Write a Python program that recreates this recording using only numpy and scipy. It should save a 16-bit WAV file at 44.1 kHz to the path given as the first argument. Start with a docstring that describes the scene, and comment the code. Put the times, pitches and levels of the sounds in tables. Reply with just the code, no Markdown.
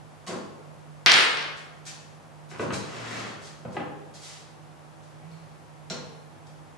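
"""First a hand brushes cane and a wooden frame knocks, over still air and a faint motor hum.
A bentwood rocking chair is being taken apart on a work table, a few steps from a stereo microphone
in a bare workshop whose echo outweighs the direct sound. A loose bolt is slapped down and clatters;
hands grip the chair and drag it round, so that it scrapes, knocks and its bent rods ring.
Last, a screwdriver grates in the next screw and clinks home."""
import sys
import numpy as np
from scipy import signal
from scipy.fft import rfft, irfft
from scipy.io import wavfile
from scipy.ndimage import uniform_filter1d

SR = 44100
rng = np.random.default_rng(int(sys.argv[2]) if len(sys.argv) > 2 else 0)


def file_out(sig):
    """Save sig as 16-bit WAV at sys.argv[1]."""
    # one column per channel
    cols = np.atleast_2d(sig).T
    # limit, then scale
    lim = np.clip(cols, -1, 1)
    pcm = np.round(lim * 32767).astype(np.int16)
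    wavfile.write(sys.argv[1], SR, pcm)


N = 298588
TIME = np.arange(N) / SR

# room tone, the still air of the workshop: f/Hz, level/dB
AIR_COLOUR = [(25, -31), (55, -6.5), (75, -6), (105, 3), (135, 0), (320, -5), (420, -3.5), (750, -1),
              (1200, -7), (2000, -14), (4000, -21), (8000, -24.5), (11500, -29), (12600, -41.5)]
# stereo width of diffuse sound at the microphone: f/Hz, side minus mid/dB
DIFFUSE_WIDTH = [(60, 4), (125, -7), (250, -2.5), (1000, -1), (2000, -1), (4000, -3), (10000, -1.5)]
# lines of the motor hum: f/Hz, left level/dB, right level/dB
HUM_LINES = [(151, -55, -47.5), (162, -69, -61), (99.5, -76, -64.5), (238, -65, -81), (324.4, -69.5, -65)]
# decay of the workshop's echo: f/Hz, t60/s
ECHO_DECAY = [(100, 0.85), (260, 1.087), (700, 1.176), (1840, 0.87), (4000, 0.67), (6000, 0.63),
              (8000, 0.62), (11000, 0.34)]
# hands sliding on cane and wood: t/s, length/s, level/dB
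HAND_STROKES = [(0.266, 0.036, -33), (1.564, 0.036, -45), (1.854, 0.047, -35.5), (2.491, 0.04, -45.5),
                (2.586, 0.062, -41.5), (2.725, 0.031, -31.5), (3.404, 0.12, -45.5), (3.71, 0.066, -51),
                (4.139, 0.031, -41), (4.162, 0.27, -44), (5.017, 0.06, -60), (6.464, 0.013, -50.5)]
# spectrum of skin on the weave: f/Hz, level/dB
STROKE_COLOUR = [(200, -21), (800, -5.5), (2000, -3.5), (4500, 1), (7000, -1.5), (9500, -8), (11500, -15),
                 (12500, -40.5)]
# spectrum of the rocker scraping the table: f/Hz, level/dB
SCRAPE_COLOUR = [(70, -21), (120, -6), (200, 3), (400, 0), (600, 0.5), (850, -3), (1400, 1), (2400, -3.5),
                 (4000, -7.5), (7000, -13), (11000, -26.5), (13000, -40)]
# screwdriver tip grating in the slot: t/s, length/s, level/dB, f/Hz
TIP_GRATES = [(5.082, 0.42, -64.5, 2210), (5.246, 0.34, -66, 4250), (5.3, 0.24, -74, 5800)]
# tip tapping the screw: t/s, level/dB
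TIP_TAPS = [(5.9002, -6), (5.9130, -15.5)]
# spectrum of such a tap: f/Hz, level/dB
TAP_COLOUR = [(400, -13), (1400, -4), (2500, 0.5), (4200, 4), (7000, 0), (9000, -16), (11000, -20),
              (12500, -60)]
# ring of the screwdriver's shaft, damped by the hand: f/Hz, level/dB, t60/s
SHAFT_RING = [(3050, -38, .03), (4110, -31, .025), (4200, -26, .05), (4340, -29, .02), (5330, -31, .015),
              (5490, -25.5, .034), (5930, -27.5, .022), (6970, -30.5, .024), (7250, -35, .014)]
# bent rods set ringing by the knocks: t/s, f/Hz, level/dB, t60/s
ROD_NOTES = [(0.271, 1078, -41, 0.21), (0.284, 1112, -45, 0.19), (0.269, 2990, -45, 0.11),
             (0.279, 185, -37.5, 0.098), (0.29, 650, -37.5, .14), (2.595, 436.6, -27.5, 0.096),
             (2.62, 473, -34.5, 0.15), (2.6, 115.5, -38, 0.53), (2.705, 1270, -32, 0.06),
             (2.731, 115, -35.5, 0.62), (3.65, 505, -38.5, 0.22), (3.767, 820, -26, 0.067),
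             (3.767, 1244, -35, 0.062), (3.767, 1990, -34.5, 0.051), (3.805, 280, -38.5, .09),
             (5.905, 642, -37, 0.13), (5.905, 182, -37.5, 0.16), (5.905, 1410, -44, 0.13)]
# knocks of the frame: t/s, level/dB, hardness/Hz, low cut/Hz,
# then the settling after each: delay/s, level/dB, low cut/Hz, rattle decay/s
FRAME_KNOCKS = [(0.27, 8, 1056, 200, .012, 17.5, 170, 0.041), (2.513, 1.5, 1820, 290, 0.005, 4, 90, 0.04),
                (2.595, 17.5, 1270, 180, .012, 15.5, 80, 0.019),
                (2.652, 10.5, 397, 128, .005, 19, 129, 0.024),
                (2.705, 14, 1670, 750, .008, 13.5, 306, 0.014), (2.731, 0, 380, 70, 0.01, 6, 50, 0.043),
                (3.65, 13, 705, 67.8, 0.012, 5, 130, 0.042), (3.745, 2, 1100, 200, 0.005, 9, 110, 0.022),
                (3.767, 15, 1530, 130, 0.022, 8.5, 170, 0.016),
                (5.902, 6, 1160, 330, 0.006, 11, 170, 0.022)]
# resonances of the frame and the table under it: f/Hz, width/Hz, level/dB
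FRAME_RESONANCES = [(50, 26.8, -6), (115, 14.54, 6.5), (189.7, 41, 1), (280, 112, -2), (397, 63, -0.5),
                    (505, 73, -2.5), (581, 31.6, -3), (650, 61, -6), (834, 120, -7), (1050, 200, -5.5),
                    (1350, 160, -3.5), (1540, 260, -5), (2025, 140, -3), (2390, 450, -5.5), (3120, 690, -6),
                    (3950, 900, -9.5)]
# bolt bouncing on the table: t/s, table top level/dB, tick level/dB
BOLT_BOUNCES = [(1.0614, 26, 20.5), (1.0967, 19.5, 3), (1.1146, 17, 12), (1.119, 12, 20), (1.14, 20, 16),
                (1.3719, 7, -8), (1.409, 1, -11), (1.427, -3.5, -7)]
# spectrum of the table top under a hard blow: f/Hz, level/dB
TABLE_COLOUR = [(20, -13), (35, -36.5), (75, -40), (115, -14), (170, -16), (450, -8), (640, -6.5),
                (800, -7.5), (1700, 3), (3100, 2), (4300, -1.5), (5800, -8), (7600, -27), (10000, -22.5),
                (13000, -64)]
# notes of the table top: f/Hz, level/dB, t60/s
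TABLE_RING = [(1270, -53.5, 0.184), (1606, -55.5, 0.16), (1742, -50.5, 0.12), (1850, -66.5, 0.15),
              (2186, -45.5, .07), (2454, -52.5, .14), (2870, -53.5, 0.18), (3200, -60, .14)]
# ring of the bolt, damped by the table: f/Hz, level/dB, t60/s
BOLT_RING = [(6955, -11, .04), (7090, -11, .018), (8330, -15, .045), (8460, -11, .018), (9458, -12, .006),
             (10280, -11, .006)]


def from_db(db):
    """Decibels to gain."""
    return 10 ** (np.asarray(db) / 20)


def rms_one(x):
    """Scale to unit rms."""
    return x / np.sqrt(np.mean(x ** 2) + 1e-20)


def at_hz(points, hz):
    """Read a table on a log-frequency axis."""
    f, value = np.transpose(points)
    return np.interp(np.log(np.maximum(hz, 1)), np.log(f), value)


def convolve(x, response):
    """Pass a sound through an impulse response."""
    return signal.oaconvolve(np.atleast_2d(x), np.atleast_2d(response), axes=1)[:, :x.shape[-1]]


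def colour(x, points, size=8192):
    """Causal (minimum-phase) filter with the given spectrum."""
    hz = np.arange(size // 2 + 1) * SR / size
    cepstrum = irfft(np.log(from_db(at_hz(points, hz))))
    cepstrum[1:size // 2] *= 2
    cepstrum[size // 2 + 1:] = 0
    return convolve(x, irfft(np.exp(rfft(cepstrum))))[0]


def butter(x, hz, kind, order=2):
    """Butterworth filter."""
    return signal.sosfilt(signal.butter(order, hz, kind, fs=SR, output="sos"), x + 1e-18)


def resonance(x, hz, width_hz):
    """Damped resonance, gain one at its peak."""
    r = np.exp(-np.pi * width_hz / SR)
    feedback = [1, -2 * r * np.cos(2 * np.pi * hz / SR), r * r]
    return signal.lfilter(np.array([1, 0, -1]) * (1 - r * r) / 2, feedback, x + 1e-18)


def ring(x, modes):
    """Struck modes: decaying sines set off by each click."""
    t = TIME[:SR]
    response = sum(from_db(db - 60 * t / t60) * np.sin(2 * np.pi * hz * t) for hz, db, t60 in modes)
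    return convolve(x, response)[0]


def add(track, s, sound):
    """Mix a short sound in at time s."""
    start = int(round(s * SR))
    track[start:start + len(sound)] += sound[:N - start]


def clicks(times, levels_db):
    """One impulse per contact."""
    out = np.zeros(N)
    for s, db in zip(times, levels_db):
        add(out, s, from_db([db]))
    return out


def swell(start_s, rise_s, fall_s):
    """Envelope that climbs evenly from zero to one and falls back."""
    return np.interp(TIME, start_s + np.cumsum([0, rise_s, fall_s]), [0, 1, 0])


def wander(knots):
    """Slow drift through evenly spaced random values."""
    return np.interp(TIME, np.linspace(0, TIME[-1], knots), rng.standard_normal(knots))


def friction(per_s, spread_db):
    """Dense tiny slips of uneven strength; rms 1."""
    slips = rng.random(N) < per_s / SR
    return rms_one(slips * rng.standard_normal(N) * from_db(spread_db * rng.standard_normal(N)))


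def evened(burst, width_hz=50):
    """Even out the chance colour of a noise burst, so that it favours no pitch; energy 1."""
    size = burst.shape[-1]
    spectrum = rfft(burst)
    power = np.mean(np.abs(np.atleast_2d(spectrum)) ** 2, axis=0)
    smooth = uniform_filter1d(power, max(3, int(width_hz * size / SR)))
    fade_out = np.minimum(1, np.linspace(2, 0, size)) ** 2
    out = irfft(spectrum / np.sqrt(smooth + 1e-20), size) * fade_out
    return out / np.linalg.norm(out)


def diffuse(size):
    """Noise reaching the microphone from all round, partly alike in both channels."""
    mid, side = rng.standard_normal((2, size))
    return mid + colour(side, DIFFUSE_WIDTH) * np.array([[1], [-1]])


def room_tone(level_db=-51):
    """Still air: a low, even rush on every side of the microphone."""
    return from_db(level_db) * rms_one(np.array([colour(channel, AIR_COLOUR) for channel in diffuse(N)]))


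def motor_hum(wobble_rad=0.15, flutter_db=2.5):
    """Faint motor lines; the two close ones beat, and standing waves make left and right differ."""
    out = np.zeros((2, N))
    waver_db = 22.5 * swell(5.21, rise_s=0.09, fall_s=0.31)   # the second line swells briefly
    for k, (hz, left_db, right_db) in enumerate(HUM_LINES):
        wobble = wobble_rad * wander(knots=90)
        drift_db = flutter_db * wander(knots=90) + (waver_db if k == 1 else 0)
        phase = 2 * np.pi * (hz * TIME + rng.random()) + wobble
        right_lead_rad = 2.0 if k == 0 else 0.5
        amplitude = np.sqrt(2) * from_db([left_db + drift_db, right_db + drift_db])
        out += amplitude * np.sin([phase, phase + right_lead_rad])
    return out


def workshop(x, direct_db=-10, echo_db=5.5, build_s=0.00044, bands=14):
    """Bare walls: a dense echo builds at once, outweighs the direct sound and dies sooner up high."""
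    size = int(1.5 * SR)
    t, hz = TIME[:size], np.arange(size // 2 + 1) * SR / size
    centres_hz = np.geomspace(80, 12000, bands)
    decay_rates = np.log(1000) / at_hz(ECHO_DECAY, centres_hz)
    slowest = decay_rates.min()
    spectrum = rfft(evened(diffuse(size) * np.exp(-slowest * t), width_hz=23.9))
    tail = 0
    for extra_rate, share in zip(decay_rates - slowest, np.eye(bands)):
        band = irfft(spectrum * at_hz(np.column_stack([centres_hz, share]), hz), size)
        tail = tail + band * np.exp(-extra_rate * t)
    return from_db(direct_db) * x + convolve(x, from_db(echo_db) * tail * (1 - np.exp(-t / build_s)))


def scatter(x, decay_s, size=8192):
    """Close by, the table top and the chair's own rods throw back a quick cluster of reflections."""
    return convolve(x, np.sqrt(2) * evened(diffuse(size) * np.exp(-TIME[:size] / decay_s)))


def hands(rise_share=0.28):
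    """Skin slips over the weave in strokes that swell and fade."""
    pressure = sum(from_db(db) * swell(s, length * rise_share, length * (1 - rise_share))
                   for s, length, db in HAND_STROKES)
    return pressure * rms_one(colour(friction(per_s=4000, spread_db=3.5), STROKE_COLOUR))


def cane(snap_db=21.5):
    """As each stroke begins, taut strands of the weave slip over each other with a dry snap."""
    times, _, stroke_db = np.transpose(HAND_STROKES)
    return colour(clicks(times, stroke_db + snap_db), STROKE_COLOUR)


def drag():
    """The rocker sticks and slips across the table top, ever faster, then stops."""
    speed = swell(2.664, rise_s=0.5, fall_s=0.19)
    scrape = rms_one(colour(friction(per_s=2600, spread_db=-1.5), SCRAPE_COLOUR))
    return from_db(-35.5) * speed * scrape


def judder(hz=115, wobble_rad=0.35):
    """While the chair slides, the slipping keeps a low note of the frame droning."""
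    drive = np.sqrt(swell(2.92, rise_s=0.18, fall_s=0.31))
    return from_db(-46.5) * drive * np.sin(2 * np.pi * hz * TIME + wobble_rad * wander(knots=140))


def screwdriver():
    """The tip grates in the slot, then clicks home and sets the shaft ringing."""
    grating = np.zeros(N)
    for s, length, db, hz in TIP_GRATES:
        grit = resonance(friction(per_s=500, spread_db=7), hz, width_hz=700)
        grating += from_db(db) * swell(s, length / 2, length / 2) * rms_one(grit)
    taps = clicks(*np.transpose(TIP_TAPS))
    return colour(taps, TAP_COLOUR) + ring(taps, SHAFT_RING) + grating


def rods(build_s=0.0023):
    """Knocks shake different bent rods, which sound their own hollow notes."""
    out, t = np.zeros(N), TIME[:SR]
    for s, hz, db, t60 in ROD_NOTES:
        envelope = from_db(db - 60 * t / t60) * (1 - np.exp(-t / build_s))
        add(out, s, envelope * np.sin(2 * np.pi * hz * t))
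    return out


def blows(settle_hardness=0.86):
    """Each knock and its duller settling: t/s, level/dB, hardness/Hz, low cut/Hz, rattle/s, direct/dB."""
    for s, db, hard_hz, low_hz, delay_s, settle_db, settle_low_hz, settle_s in FRAME_KNOCKS:
        yield s, db, hard_hz, low_hz, 0.0022, -0.5
        yield s + delay_s, settle_db, hard_hz * settle_hardness, settle_low_hz, settle_s, 0.5


def frame(joint_s=0.002, rattle_rise=0.43, size=8192):
    """A push and a rattle of loose joints drive the frame; returns (into the room, to the microphone)."""
    force = np.zeros((2, N))
    for s, db, hard_hz, low_hz, rattle_s, direct_db in blows():
        age = TIME[:size] / rattle_s
        rattle = rng.standard_normal(size) * np.exp(-age) * (1 - np.exp(-age / rattle_rise))
        rattle_share = rattle_s / (rattle_s + joint_s)   # a long rattle takes energy from the first push
        push = np.sqrt(rattle_share) * evened(rattle)
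        push[0] += np.sqrt(1 - rattle_share)
        dulled = butter(push, hard_hz, "low")   # soft contacts are dull
        blow = from_db(db) * butter(dulled, low_hz, "high", order=4)   # each has its own depth of bass
        add(force[0], s, blow)
        add(force[1], s, from_db(direct_db) * blow)
    return sum((-1) ** k * from_db(db) * resonance(force, hz, width_hz)
               for k, (hz, width_hz, db) in enumerate(FRAME_RESONANCES))


def chatter(start_s=1.158, first_gap_s=0.012, shrink=0.85, first_db=13.5, loss_db=0.56):
    """The bolt chatters in six quick small bounces, each sooner and weaker than the last."""
    bounce = np.arange(6)
    gaps = first_gap_s * shrink ** bounce
    return clicks(start_s + np.cumsum(gaps) - gaps, first_db - loss_db * bounce)


def bolt(let_go_s=1.105, tick_hz=4300, tick_width_hz=3000):
    """The bolt ticks, drums the table top and rings once the hand lets go; returns (body, tick)."""
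    times, table_db, tick_db = np.transpose(BOLT_BOUNCES)
    contacts, quick_bounces = clicks(times, tick_db), chatter()
    steel = from_db(-32.5) * ring(contacts * (TIME > let_go_s) + quick_bounces, BOLT_RING)
    drumming = clicks(times, table_db) + quick_bounces
    body = colour(drumming, TABLE_COLOUR) + ring(drumming, TABLE_RING) + steel
    tick = resonance(resonance(contacts, tick_hz, tick_width_hz), tick_hz, tick_width_hz)
    return body, butter(tick, 7000, "low")


def scene():
    """The work reaches the microphone off the walls, off the table and straight; hum and air lie below."""
    clatter, tick = bolt()
    wood, wood_direct = frame()
    tool, weave, rod_notes = screwdriver(), cane() + hands(), rods()
    far = workshop(clatter + from_db(1) * (wood + rod_notes) + tool + weave + drag())
    sharp = from_db(-4) * tool + from_db(-9) * clatter + from_db(-7) * weave
    near = scatter(wood_direct, decay_s=0.055) + scatter(sharp, decay_s=0.046)
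    straight = tick + from_db(-9) * wood_direct + from_db(1) * rod_notes + judder()
    balance = from_db([[0.3], [-0.3]])   # a touch left of centre
    return (far + near + straight) * balance + room_tone() + motor_hum()


def record(dry, overload=0.88, cutoff_hz=12500):
    """The loudest peaks are flattened at a fixed ceiling; the top treble is cut."""
    low_pass = signal.ellip(10, 0.1, 80, cutoff_hz, fs=SR, output="sos")
    return signal.sosfilt(low_pass, np.clip(dry, -overload, overload))


dry = scene()
out = record(dry)
file_out(out)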